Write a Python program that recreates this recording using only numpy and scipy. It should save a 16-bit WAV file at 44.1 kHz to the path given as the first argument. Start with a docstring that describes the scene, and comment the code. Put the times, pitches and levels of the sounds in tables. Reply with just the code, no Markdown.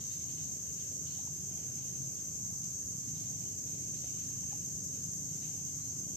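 """Cicadas drone in the trees all round a hot riverbank, each clicking a ringing membrane.
Two far boat engines carry over the water: one thuds through its exhaust, the other hums.
Leaves rustle in short puffs of wind, bubbles click and ring in the mud, a small bird peeps
and a dry twig snaps, over a wash of far water and wind. Two microphone ports a hand apart."""
import sys
import numpy as np
from scipy import signal
from scipy.fft import rfft, irfft, next_fast_len
from scipy.io import wavfile
from scipy.ndimage import uniform_filter1d

SR = 44100
rng = np.random.default_rng(int(sys.argv[2]) if len(sys.argv) > 2 else 0)


def bounce(signal):
    """Save signal as a 16-bit WAV file at the path given by the first command-line argument."""
    frames = np.transpose(np.atleast_2d(signal))
    limited = np.clip(frames, -1, 1)
    pcm = np.round(limited * 32767).astype(np.int16)
    wavfile.write(sys.argv[1], SR, pcm)


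N = 271656
N_FFT = next_fast_len(N, True)
TIME_S, BIN_HZ = np.arange(N) / SR, np.fft.rfftfreq(N_FFT, 1 / SR)

# far water and wind, spectrum: f/Hz, relative density/dB
WASH_SPECTRUM = [(20, -29.5), (30, -24), (42, -27), (60, -16), (82, -4.5), (139, -0.5), (180, -3),
                 (232, -9.5), (335, -15.5), (600, -21.5), (850, -26.5), (1090, -30), (2000, -32.5),
                 (4200, -34), (5500, -38.5)]
# wash common to both ports: f/Hz, power share
WASH_COHERENCE = [(30, .6), (70, 0.74), (150, 0.91), (300, 0.667), (650, 0.24), (1100, 0.36), (1800, 0.16),
                  (3000, 0.11)]
# wash band edges: f/Hz
WASH_EDGES_HZ = [110, 300, 650, 1000, 1300, 1600, 1900, 2200, 2600, 3000, 3500, 4000]
# thudding engine: t/s, firing rate/Hz, level/dB
THUD_TRACK = [(0, 26.59, -54.5), (1.5, 26.59, -54), (3, 26.45, -54.5), (4.5, 26.62, -53.5),
              (6.16, 26.7, -54.5)]
# its exhaust: f/Hz, relative density/dB
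EXHAUST_SPECTRUM = [(40, -40), (55, -21), (78, -5), (135, 2), (190, -5.5), (250, -20.5), (370, -17),
                    (450, -23), (700, -46)]
# humming engine: t/s, firing rate/Hz, level/dB
HUM_TRACK = [(0, 30.79, -62.5), (2.2, 30.92, -65.5), (2.7, 30.9, -62), (4.5, 30.75, -60.5),
             (6.16, 30.8, -59.5)]
# its harmonics 2, 3, ...: relative level/dB
HUM_HARMONICS_DB = [-8, 1.5, -1.5, 4.5, 1.5, -10, -3.5, 0, -11, -14.5, -12]
# dull part of the rustle: f/Hz, relative density/dB
LEAF_DULL_SPECTRUM = [(1200, -16.5), (1900, -5.5), (2600, 0.5), (3100, 1), (3900, -13.5)]
# bright part of the rustle: f/Hz, relative density/dB
LEAF_BRIGHT_SPECTRUM = [(2600, -15), (3400, 1.5), (4300, 1.5), (4900, -5), (6000, -31)]
# wind puffs in the leaves: t/s, time to fade 20 dB/s, dull level/dB, bright level/dB
WIND_PUFFS = [(0, 0.28, -62.5, -61), (.1, .45, -67, -62), (.2, 0.1, -65, -63.5), (.285, .3, -65.5, -63.5),
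              (.365, 0.38, -64.5, -63), (.66, 0.35, -68, -70.5), (.77, 0.39, -67.5, -64.5),
              (1.055, .3, -65, -57), (1.1, 0.26, -68, -61.5), (1.15, .13, -69.5, -63),
              (1.36, 0.08, -69, -70), (1.5, .5, -67.5, -72.5), (1.57, 0.56, -64.5, -71.5),
              (1.76, 0.28, -66, -64.5), (1.87, 0.37, -69.5, -66), (2.15, 0.56, -74, -69.5),
              (2.62, 0.3, -71, -68.5), (3.07, 0.38, -73.5, -69), (3.15, 0.62, -69, -65),
              (3.4, 0.24, -66, -67), (3.66, 0.57, -67, -66), (3.935, 0.48, -67, -65),
              (4.03, 0.27, -65.5, -65.5), (4.17, 0.59, -63, -68.5), (4.49, 0.33, -65.5, -67.5),
              (4.635, 0.03, -68.5, -61), (4.93, 0.22, -65.5, -64.5), (5.28, 0.8, -70, -69),
              (5.415, 0.27, -62, -61), (5.78, 0.13, -69, -69), (6.04, 0.01, -65, -64)]
# bird peeps: t/s, length/s, start f/Hz, end f/Hz, level/dB
BIRD_PEEPS = [(0, 0.024, 3260, 3260, -62.5), (0.104, .025, 3690, 3740, -62),
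              (0.141, 0.046, 3800, 3440, -64.5), (0.371, 0.0248, 2960, 2955, -59),
              (0.404, .025, 2950, 2960, -66), (2.151, 0.066, 3400, 3380, -68.5),
              (2.226, .026, 3370, 3380, -70), (5.797, .105, 4153, 4147, -63.5),
              (6.045, 0.032, 3047, 3194, -67.5)]
# twig crack: t/s, level/dB, t60/s
TWIG_CRACK = (4.285, -53, .03)
# mud bubbles: t/s, level/dB, start f/Hz, ring t60/s, rise/(Hz/s), left lag/ms
BUBBLES = [(1.186, -46, 720, 0.081, 9999.5, 0.433), (1.274, -47, 902, 0.021, 3000, .05),
           (4.0418, -39.5, 620, 0.0119, 3000, 0.385), (4.0414, -51.5, 1950, 0.0122, 0, 0.4),
           (4.052, -55.5, 700, .12, 2500.5, .41), (4.172, -50, 1200, 0.0144, 0, 0.576),
           (4.255, -52.5, 650, .015, 0, .45), (4.285, -54.5, 1800, 0.0175, 0, 0.57),
           (4.303, -52, 950, 0.0157, -0.5, 0.29), (4.429, -50, 830, 0.058, 4999.5, 0.418),
           (4.437, -56.5, 1780, .025, 35000, 0.49), (4.508, -54.5, 1744, 0.0315, -0.5, 0.57),
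           (4.516, -49.5, 770, 0.056, 0.5, .4), (4.522, -50, 1250, 0.021, 0, 0.505),
           (4.528, -39.5, 801, 0.0453, 3500.5, .35), (4.552, -50, 823, 0.031, 0, 0.344),
           (5.783, -49, 1145, .03, -0.5, 0.496), (5.801, -44, 1129, .025, 4000, 0.46)]
# cicada membrane ring over time: t/s, level/dB
CHORUS_TRACK = [(0, -40.5), (1.5, -40.5), (3, -40), (4.5, -40), (6.16, -40)]
# ring of the drumming membrane: f/Hz, relative density/dB
TYMBAL_SPECTRUM = [(4300, -30.5), (4600, -27.5), (5100, -21.5), (5660, -13.5), (6050, -8.5), (6150, 0.5),
                   (6500, 0), (6900, -8), (7600, -9), (7700, -16), (8450, -18.5), (8600, -29), (8950, -39),
                   (9050, -74)]
# its octave: f/Hz, relative density/dB
OCTAVE_SPECTRUM = [(11500, -41.5), (11650, 0), (12100, -1), (13050, -3.5), (13800, -12.5), (15150, -18),
                   (15250, -31.5), (15400, -33.5)]


def undb(db):
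    return 10 ** (np.asarray(db) / 20)


def decay(age_s, t60_s):
    return np.exp(-np.log(1000) * age_s / t60_s)


def per_sample(table):
    """Columns of a time table, one value a sample."""
    times_s, *columns = np.transpose(table)
    return [np.interp(TIME_S, times_s, column) for column in columns]


def per_bin(table):
    """(f/Hz, value) points at every FFT bin, on a log axis."""
    hz, value = np.transpose(table)
    return np.interp(np.log(BIN_HZ + 1), np.log(hz), value)


def colour(x, spectrum, smear_s=0):
    """Filter to a spectrum, silent outside it; echoes smear each port differently. Rms 1."""
    gain = undb(per_bin([(spectrum[0][0] - 1, -200), *spectrum, (spectrum[-1][0] + 1, -200)]))
    if smear_s:
        age_s = np.arange(int(smear_s * SR)) / SR
        tail = rfft(rng.standard_normal((2, SR))[:, :len(age_s)] * decay(age_s, smear_s), N_FFT)
        gain = gain * tail / np.abs(tail)  # echo phase only
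    y = irfft(rfft(x, N_FFT) * gain, N_FFT)[..., :N]
    return y / np.sqrt(np.mean(y ** 2))


def walk(rate_hz):
    """Random steps, smoothed twice; spread near 1."""
    hold = int(SR / rate_hz)
    steps = rng.standard_normal(N // 500)[np.arange(N) // hold]
    return 1.3 * uniform_filter1d(uniform_filter1d(steps, hold), hold)


def pulses(rate_hz, wobble, scatter_db):
    """One click a cycle; rate wanders, sizes scatter."""
    cycle = (np.cumsum(rate_hz * (1 + wobble)) / SR + rng.random()).astype(int)
    sizes = undb(scatter_db * rng.standard_normal(N // 50))
    return np.diff(cycle, prepend=cycle[0]) * sizes[cycle]


def ports(x, pan_db, lag_s=0.000327):
    """Sound from the right reaches the left port later. Pan is left over right."""
    index = np.arange(len(x))
    late = np.interp(index - lag_s * SR, index, x)
    return np.array([late * undb(pan_db / 2), x * undb(-pan_db / 2)])


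def water_and_wind(level_db=-52):
    """Far wash: bass mostly common to both ports, treble not; each band swells on its own."""
    share = np.clip(per_bin(WASH_COHERENCE), 0, 1)
    common = rfft(ports(rng.standard_normal(N), pan_db=.6), N_FFT)
    separate = rfft(rng.standard_normal((2, N)), N_FFT)
    noise = irfft(np.sqrt(share) * common + np.sqrt(1 - share) * separate, N_FFT)
    wash = rfft(colour(noise, WASH_SPECTRUM), N_FFT)
    band = np.digitize(BIN_HZ, WASH_EDGES_HZ)
    out = np.zeros((2, N))
    for k in range(band.max() + 1):
        swell_db = 1.05 * walk(3.08) + 1.56 * walk(12)
        out += irfft(wash * (band == k), N_FFT)[:, :N] * undb(level_db + swell_db)
    return out


def thudding_engine():
    """Firing pulses through an exhaust."""
    firing_hz, level_db = per_sample(THUD_TRACK)
    firings = pulses(firing_hz, wobble=0.005909 * walk(6), scatter_db=0.9)
    return colour(firings, EXHAUST_SPECTRUM) * undb(level_db)


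def humming_engine(drift_rad=1.443, fade_db=2.0):
    """Beat lost over the distance: each harmonic drifts and fades alone."""
    firing_hz, level_db = per_sample(HUM_TRACK)
    phase = 2 * np.pi * np.cumsum(firing_hz * (1 + 0.004022 * walk(4))) / SR
    hum = sum(np.sin(k * phase + drift_rad * walk(2.5)) * undb(harmonic_db + fade_db * walk(6))
              for k, harmonic_db in enumerate(HUM_HARMONICS_DB, 2))
    return hum * undb(level_db)


def leaves(ticks_per_s=4000, attack_s=.01, calm_db=(-80, -79), patch_db=3, patch_hz=35):
    """Dry ticks blurred to a rustle; each puff swells fast and dies away."""
    hits = rng.random((2, N)) < ticks_per_s / SR
    ticks = hits * undb(3.9 * rng.standard_normal((2, N))) * np.sign(rng.standard_normal((2, N)))
    power = np.ones(N) * undb(calm_db)[:, None] ** 2  # rows: dull, bright
    for start_s, fade_s, dull_db, bright_db in WIND_PUFFS:
        age_s = np.clip(TIME_S - start_s, 0, None)
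        envelope = np.minimum(age_s / attack_s, 1) * undb(-20 * age_s / fade_s)
        power += (envelope * undb([[dull_db], [bright_db]])) ** 2
    dull = colour(ticks, LEAF_DULL_SPECTRUM, smear_s=.012) * np.sqrt(power[0])
    bright = colour(ticks, LEAF_BRIGHT_SPECTRUM, smear_s=.012) * np.sqrt(power[1])
    rustle = rfft(dull + bright, N_FFT)
    eighth_octave = 8 * np.log2(np.clip(BIN_HZ, 1500, 6000) / 1500)
    out = np.zeros((2, N))
    for k in range(17):  # each leaf's pitch comes and goes alone
        band = np.clip(1 - np.abs(eighth_octave - k), 0, 1)
        out += irfft(rustle * band, N_FFT)[:, :N] * undb(patch_db * walk(patch_hz))
    return out


def bird(edge_s=0.0088, fade_db_per_s=40, direct_db=-2, echo_db=-6):
    """Short, slightly hoarse whistles, blurred by the trees."""
    peeps = np.zeros(N + SR)
    wobble_hz = 18 * walk(80)
    for start_s, length_s, start_hz, end_hz, level_db in BIRD_PEEPS:
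        age_s = np.linspace(0, length_s, int(length_s * SR))
        span = slice(int(start_s * SR), int(start_s * SR) + len(age_s))
        pitch_hz = np.linspace(start_hz, end_hz, len(age_s)) + wobble_hz[span]
        whistle = np.sin(2 * np.pi * np.cumsum(pitch_hz) / SR)
        gate = np.clip(np.minimum(age_s, length_s - age_s) / edge_s, 0, 1)
        peeps[span] += whistle * gate * undb(level_db - fade_db_per_s * age_s)
    echo = rng.standard_normal((2, SR // 4)) * decay(TIME_S[:SR // 4], t60_s=.06)
    echo *= undb(echo_db) / np.sqrt(np.sum(echo ** 2, axis=1, keepdims=True))
    flutter = 1 + .45 * np.array([walk(60), walk(60)])
    direct = peeps[:N] * flutter * undb(direct_db)
    return direct + signal.fftconvolve(peeps[None, :N], echo, axes=1)[:, :N]


def twig():
    """A dry twig snaps: a short burst of treble-heavy noise."""
    start_s, level_db, t60_s = TWIG_CRACK
    age_s = TIME_S - start_s
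    crack = np.diff(rng.standard_normal((2, N + 1)))
    return crack * (age_s > 0) * decay(np.clip(age_s, 0, 1), t60_s) * undb(level_db)


def bubbles(faint_count=70, attack_share=0.06, click_db=-10.5):
    """The skin bursts with a click, then a sine rings and may rise; faint ones burst at random."""
    out, age_s = np.zeros((2, N + SR)), TIME_S[:SR // 10]
    faint = [(when * N / SR, -66 + 8 * size ** 2, 600 + 1100 * pitch, .03, 10000, 0.473)
             for when, size, pitch in rng.random((faint_count, 3))]
    for start_s, level_db, start_hz, t60_s, rise_hz_per_s, lag_ms in BUBBLES + faint:
        ring = np.sin(2 * np.pi * (start_hz + rise_hz_per_s * age_s / 2) * age_s)
        envelope = np.minimum(age_s / (attack_share * t60_s), 1) * decay(age_s, t60_s)
        click = uniform_filter1d(rng.standard_normal(len(age_s)), size=7) * decay(age_s, t60_s=.008)
        plop = (ring * envelope + click * undb(click_db)) * undb(level_db)
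        at = int(start_s * SR)
        out[:, at:at + len(plop)] += ports(plop, pan_db=0, lag_s=lag_ms / 1000)
    return out[:, :N]


def tymbal_clicks(throb_db, insects_per_port=16):
    """Each insect clicks at 200-270 Hz and throbs at its own rate."""
    crowd = np.zeros((2, N))
    for k, (speed, throb, start_cycle) in enumerate(rng.random((2 * insects_per_port, 3))):
        clicks = pulses(200 + 70 * speed, wobble=.04 * walk(30), scatter_db=2.59)
        at = np.flatnonzero(clicks)
        throb_hz = 8.8 + 4.5 * throb ** 2
        beat = np.sin(2 * np.pi * (throb_hz * TIME_S[at] + start_cycle))
        crowd[k % 2, at] += clicks[at] * undb(throb_db * beat)
    return crowd


def cicadas(throb_hz=9.7, octave_db=-59.5, octave_pan_db=-5):
    """Membrane ring plus a weaker octave, more from the right; the crowd throbs slightly together."""
    throb = np.sin(2 * np.pi * np.cumsum(throb_hz + .6 * walk(1.502)) / SR)
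    ring = colour(tymbal_clicks(throb_db=2.2), TYMBAL_SPECTRUM, smear_s=.05)
    ring *= undb(per_sample(CHORUS_TRACK)[0] + .22 * walk(6) + 0.45 * throb)
    octave = colour(tymbal_clicks(throb_db=2.8), OCTAVE_SPECTRUM, smear_s=.07)
    octave *= undb(octave_db + 0.84 * throb)
    pan = undb(np.array([[1], [-1]]) * octave_pan_db / 2)
    return ring + octave * pan


def scene():
    drone = cicadas()
    boats = ports(thudding_engine() + humming_engine(), pan_db=0.24)
    return drone + boats + water_and_wind() + leaves() + bubbles() + bird() + twig()


def record(dry):
    """Band-stop between the drone and its octave; low-pass on top."""
    gap_hz, top_hz = (9000, 11550), 15380
    bandstop = signal.ellip(6, .1, 60, gap_hz, "bandstop", fs=SR, output="sos")
    lowpass = signal.ellip(10, .2, 70, top_hz, fs=SR, output="sos")
    return signal.sosfilt(lowpass, signal.sosfilt(bandstop, dry))


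dry = scene()
out = record(dry)
bounce(out)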